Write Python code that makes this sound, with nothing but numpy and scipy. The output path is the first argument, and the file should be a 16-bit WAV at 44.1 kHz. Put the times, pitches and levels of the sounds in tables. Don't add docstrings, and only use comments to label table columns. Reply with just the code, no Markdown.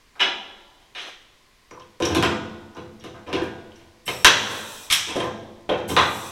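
import sys
import numpy as np
from scipy import signal
from scipy.fft import rfft, irfft
from scipy.io import wavfile
from scipy.ndimage import uniform_filter1d

SR = 44100
rng = np.random.default_rng(int(sys.argv[2]) if len(sys.argv) > 2 else 0)


def makeup_ratio(level_db):
    decades = np.asarray(level_db, float) / 20
    return 10 ** decades


def to_wav(sig):
    pcm = np.clip(np.atleast_2d(sig), -1, 1) * 32767
    pcm = np.round(pcm).astype(np.int16)
    wavfile.write(sys.argv[1], SR, pcm.T)


N = 278267

# t/s, tick level/dB, treble slope/(dB per octave),
# thud level/dB, thud pitch/(octaves above 100 Hz)
BENCH = [
    (0.1526, -63, -8, -39, 3.3),
    (0.1945, -18, -24.5, -24.5, 2.6),
    (0.2015, -11.5, -19.5, -17, 2.94),
    (0.8003, -54.5, -7, -48, 2.2),
    (0.9485, -25.5, -17.5, -36, 2.7),
    (0.9765, -30.5, -15, -53, 2.7),
    (0.9945, -35, -14, -44, 1.4),
    (1.0165, -34.5, -12, -50, 2.3),
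    (1.052, -43, -9, -47, 1.7),
    (1.0702, -42.5, -8, -55, 2),
]
NOSE = [(1.709, -56, -7.8, -28, 2.56), (1.7984, -43.25, -15, -43, 0.66), (2.0015, -30.5, -7, -11, 2.13),
        (2.0229, -16, -13, -11, 0.14), (2.0514, -26.5, -3.5, -10.5, 2.3), (2.1487, -16, -5.6, -15.5, 3.4),
        (2.1633, -49, -17, -4, 1.27), (2.2257, -14, -8.3, -9, 3.65), (2.3108, -48, -14.2, -20.5, 3.63),
        (2.7681, -35, -13.5, -20.5, 1.7), (3.0394, -33, -8, -21.5, 1.83), (3.329, -16.5, -14.5, -12, 2.22),
        (3.3645, -43, -24.9, -18, 3), (3.4189, -57, -15, -28, 4.2), (3.4362, -53, 3.5, -25.5, 0.2),
        (3.4995, -65.25, -13, -37.5, 0.71), (3.7973, -47, -18.5, -56.5, 0.3), (5.1617, -28, -6, -10, 2.24),
        (5.203, -29.5, -18.5, -19.5, 3.6), (5.2376, -50.25, 4, -18.5, 2.9),
        (5.6911, -24.5, -26.5, -10, 2.52), (5.719, -21.5, -32, -13.5, 2.36),
        (5.7799, -33.25, -12, -27, 2.8), (5.9122, -58, -1, -10, 1.5)]
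PISTON = [
    (4.0785, -31, -8, -27, 2.63),
    (4.2462, -4.5, -8.5, -12, 3.8),
    (4.265, -14, -13, -16.5, 2.6),
    (5.9651, -16.5, -17, -17.5, 3.53),
    (5.9893, -36.5, -19, -21.5, 3.3),
    (6.008, -43, -24, -29.5, 4.4),
]
SLIDE = [(2.0914, -20.25, -7.5, 1.75, 1.68), (2.7468, -69.25, 0, -21.5, 3.03), (2.9976, -36, -13, -25, 0.5),
         (3.1314, -50.25, -21.1, -24.5, 3.07), (3.2624, -24, -22, -10, 1.97), (3.2894, -38, -21, -24, 3.1),
         (3.7189, -41, -23.3, -56.5, 2.8), (3.7578, -42, -5, -26, 0.3), (5.064, -14, -9.5, -13, 2),
         (5.0902, -42, -17, -18, 3), (5.6496, -57.5, -2.5, -26.5, 0.44), (5.8766, -29, 5, -8.5, 0.5)]
VALVE = [
    (4.0631, -20, -27, -15, 0.67),
    (4.8993, -3.5, -9.5, -15, 1.8),
    (4.9217, -13, 2.5, -33, 0.2),
    (5.8879, -24, -4.5, -9, 2),
]
TICK_HZ, TICK_RISE_DB = 2960, 8.5
THUD_RISE_DB, THUD_FALL_DB = 3.5, 9
BASS_HZ, BASS_OCTAVES = 262, 1.3

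# f/Hz, level/dB, t60/s
BOX = [(126.0, -13.5, 2.5), (219.7, -4.5, 1.34), (259.85, -49, 1.7), (346.9, 4.5, 0.17), (507.3, -4, 0.46),
       (522.0, -11.0, 0.377), (679.0, -4.5, 0.42), (769.0, -9, 0.41), (914, -80, 1.53), (1063.0, 1.5, 0.28),
       (1286.0, -13.0, 0.416), (1286.0, -20.0, 0.4), (1400, -29, 0.763), (1465.8, -13.5, 0.996),
       (1566, -5, 0.38), (1616, -6.5, 0.87), (1820.0, -4.5, 0.287), (2150.0, -41, 0.183),
       (2225, -41, 0.187), (2526, -22.0, 0.1914), (2473.3, -31.5, 0.15), (2680.0, -12.0, 0.12),
       (2680, -15.0, 0.254), (2910.0, -10.5, 0.1663), (2950, -20.0, 0.349)]

# t/s, peak level/dB
SLEEVE = [(1.71, -37), (1.7963, -42.5), (2.024, -24), (2.0531, -15), (2.7482, -43.5), (2.999, -42),
          (3.2914, -41), (3.7584, -42.5), (4.0994, -39), (4.2644, -25.5)]
JAWS = [(1.8194, -41.5), (2.2344, -14), (3.0066, -41), (3.7189, -39), (4.0791, -16), (4.9257, -4),
        (5.1194, -30), (5.2026, -18), (5.6944, -14), (5.903, -20)]
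LEVER = [(0.1545, -41), (1.711, -32), (3.3333, -24.5), (4.079, -21), (4.0905, -15), (5.895, -16)]
STEMS = [(1.708, -54), (4.9247, -13.5), (5.1055, -30), (5.2016, -32.5)]
CORNER = [(1.711, -35), (1.745, -36), (1.775, -32), (1.801, -33.5), (2.238, -20), (5.093, -26),
          (5.241, -17), (5.697, -18.5)]
WALL = [(0.268, -26), (2.026, -13.5), (2.163, -9), (2.232, -7), (3.042, -37.5), (3.333, -13.5),
        (3.418, -14), (5.158, -12)]
FACE = [(2.003, -17), (2.027, -15), (5.158, -15), (5.692, -8), (5.712, -8), (5.968, -9)]
# f/Hz, t60/s
PARTS = [
    (5690, 0.048),
    (3146, 0.055),
    (2190, 0.026),
    (8400, 0.053),
    (1034, 0.077),
    (335.5, 0.18),
    (512, 0.1),
]
PITCH_SCATTER = 0.022

# t/s, peak level/dB, f/Hz
SQUEAKS = [(4.0785, -17, 3080), (4.0895, -21, 2140), (5.2, -25, 3170), (5.902, -24, 3150),
           (5.695, -20, 3350)]

# t/s, level/dB
AIR = [
    [(4.054, -44), (4.064, -32), (4.08, -39), (4.144, -42), (4.226, -44), (4.235, -66)],
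    [(4.33, -34), (4.38, -42), (4.494, -40.5), (4.736, -36.5), (4.862, -40), (4.89, -80)],
    [(4.9, -42), (4.91, -21), (4.928, -32), (5.032, -46), (5.19, -49), (5.2, -59), (5.3, -77)],
    [(5.885, -32), (5.891, -30), (5.957, -47), (5.967, -45), (6.055, -41), (6.31, -40.5)],
]
# f/Hz, level/(dB per Hz)
PULL = [(2650, -22), (4500, -13.5), (4980, -8.5), (5330, -30), (5480, -2.5), (6420, -18.5), (7900, 3),
        (9560, -4), (10800, -9), (12100, -8), (16000, -12.5)]
LEAK = [(1180, -43), (2000, -10.5), (2220, -27), (2440, 0), (2930, -9), (3810, -8), (4820, -11), (5580, -8),
        (6760, -8.5), (7770, -2.5), (9250, -4.5), (15200, -16), (16000, -11)]
PUFF = [(290, -31.5), (500, -18), (773, -2), (933, -6), (1140, -17), (3060, 10.5), (4400, -7), (5550, 4),
        (7000, -5), (8960, 3.5), (16000, -33.5)]
# f/Hz, width/Hz, level/dB
WHISTLES = [(7760, 450, -12), (11700, 900, -15.5), (9800, 700, -19)]
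# f/Hz, width/Hz, level/dB
PULL_TONE = (5480, 200, -6)

# t/s, peak level/dB, length/s
THUMPS = [
    (4.245, -23.5, 0.017),
    (4.905, -37.5, 0.013),
]
BRUSH_S, BRUSH_PEAK_S, BRUSH_END_S, BRUSH_DB = 0.951, 1.078, 1.108, -45

# f/Hz, colour/dB, t60/s, early cluster level/dB
SHOP = [(40, -17, 0.61, -6), (90.2, 6, 1.4, -6), (138, 1, 1.21, -4), (370, 4, 1.225, 2),
        (577, 2.5, 1.29, 5.5), (880, 4, 1.33, 10), (1410, 3.5, 1.02, 10.5), (2990, 3.5, 0.67, 4.5),
        (3593, 0, 1.05, 11.5), (4745, -1, 0.41, -9.5), (5830, -2.5, 0.94, 12.5), (7140, -1, 0.63, -1),
        (11000, 2, 0.13, 3.5), (14760, -20, 0.43, 1.5)]
# f/Hz, side minus mid level/dB
WIDTH = [(60, -32), (110, -42.5), (200, -41), (380, -44), (700, -43), (1290, -37), (2380, -35), (4400, -29),
         (8120, -21), (15000, -17.5)]
EDGES_HZ = 40 * 2 ** np.arange(0, 8.8, 1 / 3)
# f/Hz, level/(dB per Hz)
FLOOR = [(12, -4), (20, -2), (86, -13.5), (138, -16), (168, -18.5), (357, -16.5), (542, -22), (642, -22),
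         (923, -25.5), (1000, -13), (1330, -25), (1960, -18.5), (2600, -22.5), (4810, -24.5), (16000, -41)]
FLOOR_DB = -57.5


def blows(table, contact_s, gain_db, bass_db, rise_s=0.0001):
    s, tick_db, edge_db, thud_db, octave = np.transpose(table)
    at = (s * SR).astype(int)
    fade, swell = np.exp(-1 / (np.array([contact_s, rise_s]) * SR))
    first, last = at.min(), min(at.max() + SR // 2, N)
    white = rng.standard_normal((2, N))[:, first:last]
    out = np.zeros(N)
    for k, (sos, hz) in enumerate(bands()):
        over_tick = np.log2(hz / TICK_HZ)
        over_thud = np.log2(hz / 100) - octave
        tick = makeup_ratio(tick_db + (edge_db if over_tick > 0 else TICK_RISE_DB) * over_tick)
        thud = makeup_ratio(thud_db + np.minimum(THUD_RISE_DB * over_thud, -THUD_FALL_DB * over_thud))
        deep = np.clip(np.log2(BASS_HZ / hz), 0, BASS_OCTAVES)
        strikes = np.full(last - first, 1e-12)
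        strikes[at - first] = makeup_ratio(gain_db + bass_db * deep) * np.hypot(tick, thud)
        source = strikes * np.sqrt(contact_s * SR / 2)
        if hz * contact_s >= 2:
            envelope = signal.lfilter([1 - swell], np.convolve([1, -fade], [1, -swell]), strikes)
            push = 0.67 * source * (contact_s < 0.01)
            source = push + 0.5 * white[k % 2] * envelope
        sign = (-1) ** k
        out[first:last] += sign * makeup_ratio(at_hz(SHOP, hz)) * signal.sosfilt(sos, source)
    return out


def box(force):
    out = np.zeros(N)
    for hz, level_db, t60 in BOX:
        r = makeup_ratio(-60 / (min(t60, 1.2) * SR))
        w = 2 * np.pi * hz / SR
        gain = makeup_ratio(level_db - 51.0) * np.sin(w)
        out += signal.lfilter([0, gain], [1, -2 * r * np.cos(w), r * r], force)
    return out


def pings():
    out = np.zeros(N + SR)
    t = np.arange(SR // 4) / SR
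    for rows, (part_hz, t60) in zip((SLEEVE, JAWS, LEVER, STEMS, CORNER, WALL, FACE), PARTS):
        for s, level_db in rows:
            hz = part_hz * (1 + PITCH_SCATTER * rng.standard_normal())
            slow = signal.butter(2, hz * 0.17, fs=SR, output="sos")
            flutter = rms_one(signal.sosfilt(slow, rng.standard_normal(len(t))))
            tone = makeup_ratio(level_db - 4.0 - 60 * t / t60) * np.sin(2 * np.pi * hz * t)
            at = round(s * SR)
            out[at:at + len(t)] += tone * (0.96 + 0.91 * flutter)
    return out[:N]


def squeaks():
    rise_s, t60_s = 0.002, 0.045
    out = np.zeros(N)
    for s, level_db, hz in SQUEAKS:
        t = np.maximum(np.arange(N) / SR - s, 0)
        out += makeup_ratio(level_db - 60 * t / t60_s) * (1 - np.exp(-t / rise_s)) * np.sin(2 * np.pi * hz * t)
    return out


def air():
    t, out = np.arange(N) / SR, np.zeros(N)
    tones, pull_tone = whistles(WHISTLES), whistles([PULL_TONE])
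    gains_db, whistles_db = (3.5, 1, 8.7, 2.1), (3.5, 1.5, -14.5, 1)
    for rows, spectrum, gain_db, whistle_db in zip(AIR, (PULL, LEAK, PUFF, LEAK), gains_db, whistles_db):
        s, level_db = np.transpose(rows)
        gate = np.clip((t - s[0]) / 0.00294, 0, 1) * (t < s[-1] + 0.008)
        flow = gate * makeup_ratio(np.interp(t, s, level_db) + gain_db + 1.6 * drift(25.09))
        jet = coloured(spectrum) + makeup_ratio(whistle_db) * tones
        if spectrum is PULL:
            jet = jet + pull_tone
        out += flow * jet
    return out


def whistles(jets):
    out = np.zeros(N)
    for hz, width, level_db in jets:
        b, a = signal.iirpeak(hz, hz / width, fs=SR)
        tone = signal.lfilter(b, a, signal.lfilter(b, a, rng.standard_normal(N)))
        out += makeup_ratio(level_db + 3.5 * drift(7.0)) * rms_one(tone)
    return out


def thumps():
    out = np.zeros(N)
    for s, level_db, length_s in THUMPS:
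        u = np.maximum(np.arange(N) / SR - s, 0) / length_s
        out += makeup_ratio(level_db + 7.5) * np.sin(2 * np.pi * u) * np.exp(-1.5 * u)
    return out


def brush():
    s = [BRUSH_S - 0.003, BRUSH_S, BRUSH_PEAK_S - 0.04, BRUSH_PEAK_S, BRUSH_END_S, BRUSH_END_S + 0.012]
    swell_db = np.interp(np.arange(N) / SR, s, [-60, -6, -7, 3.5, -6, -60])
    soft = signal.butter(2, [300, 1300], "band", fs=SR, output="sos")
    cloth = signal.sosfilt(soft, rng.standard_normal(N))
    return makeup_ratio(BRUSH_DB + swell_db) * rms_one(cloth)


def shop(x, near_db=-12, early_s=0.06, build_s=0.0028):
    t = np.arange(2 * SR) / SR
    white = rng.standard_normal((2, 2, 2 * SR))
    tail = np.zeros((2, 2 * SR))
    for k, (sos, hz) in enumerate(bands()):
        early = 1 + makeup_ratio(at_hz(SHOP, hz, order=3)) * np.exp(-t / early_s)
        decay = makeup_ratio(-60 * t / at_hz(SHOP, hz, order=2)) * early
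        tail += signal.sosfilt(sos, white[k % 2]) * decay * [[1], [makeup_ratio(at_hz(WIDTH, hz))]]
    tail *= (1 - np.exp(-t / build_s)) * makeup_ratio(-42.5)
    tail[0, 0] += makeup_ratio(near_db)
    return signal.fftconvolve(x[None], tail, axes=1)[:, :N]


def floor():
    return makeup_ratio(FLOOR_DB) * coloured(FLOOR)


def coloured(spectrum):
    hz = np.maximum(np.fft.rfftfreq(N, 1 / SR), 1)
    return rms_one(irfft(rfft(rng.standard_normal(N)) * makeup_ratio(at_hz(spectrum, hz)), N))


def drift(rate):
    knots = rng.standard_normal(200)
    return np.interp(np.arange(N) / SR * rate, np.arange(200), knots)


def bands():
    return [(signal.butter(2, [low, high], "band", fs=SR, output="sos"), np.sqrt(low * high))
            for low, high in zip(EDGES_HZ, EDGES_HZ[1:])]


def at_hz(rows, hz, order=1):
    rows = np.array(rows)
    return np.interp(np.log(hz), np.log(rows[:, 0]), rows[:, order])


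def rms_one(x):
    return x / np.sqrt(np.mean(x ** 2) + 1e-30)


def scene():
    on_box = blows(NOSE, contact_s=0.0041, gain_db=12.5, bass_db=2.5)
    on_box += blows(SLIDE, contact_s=0.0214, gain_db=5.5, bass_db=0.0, rise_s=0.0051)
    piston = blows(PISTON, contact_s=0.00335, gain_db=25.5, bass_db=2)
    off_box = blows(BENCH, contact_s=0.015, gain_db=17.5, bass_db=-14, rise_s=0.00073)
    off_box += blows(VALVE, contact_s=0.01, gain_db=10.0, bass_db=-2.5, rise_s=0.00061)
    ringing = box(on_box + makeup_ratio(-9) * piston)
    parts = pings()
    mid, side = shop(off_box + on_box + piston + ringing + makeup_ratio(-5.5) * parts + air())
    mid = mid + makeup_ratio(-6.0) * parts + thumps() + brush() + squeaks() + floor()
    side = side + makeup_ratio(-20.5) * floor() + makeup_ratio(-50) * mid
    return np.array([mid + side, mid - side])


def roll_off(x):
    return signal.sosfilt(signal.butter(12, 15900, fs=SR, output="sos"), x)


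def record(dry):
    t = np.arange(N) / SR
    level_db = 10 * np.log10(uniform_filter1d(dry.mean(0) ** 2, size=256) + 1e-12)
    over_db = np.maximum(level_db + 9.5, 0)
    held_db = np.maximum.accumulate(over_db + 25 * t) - 25 * t
    ahead = round(0.012 * SR)
    quick_db = 0.16 * uniform_filter1d(np.append(held_db[ahead:], held_db[-ahead:]), ahead)
    lag = np.exp(-1 / (0.0414 * SR))
    slow_db = 0.87 * signal.lfilter([1 - lag], [1, -lag], held_db)
    mix = np.clip(dry * makeup_ratio(-quick_db - slow_db), -1, 1)
    return roll_off(mix)


dry = scene()
out = record(dry)
to_wav(out)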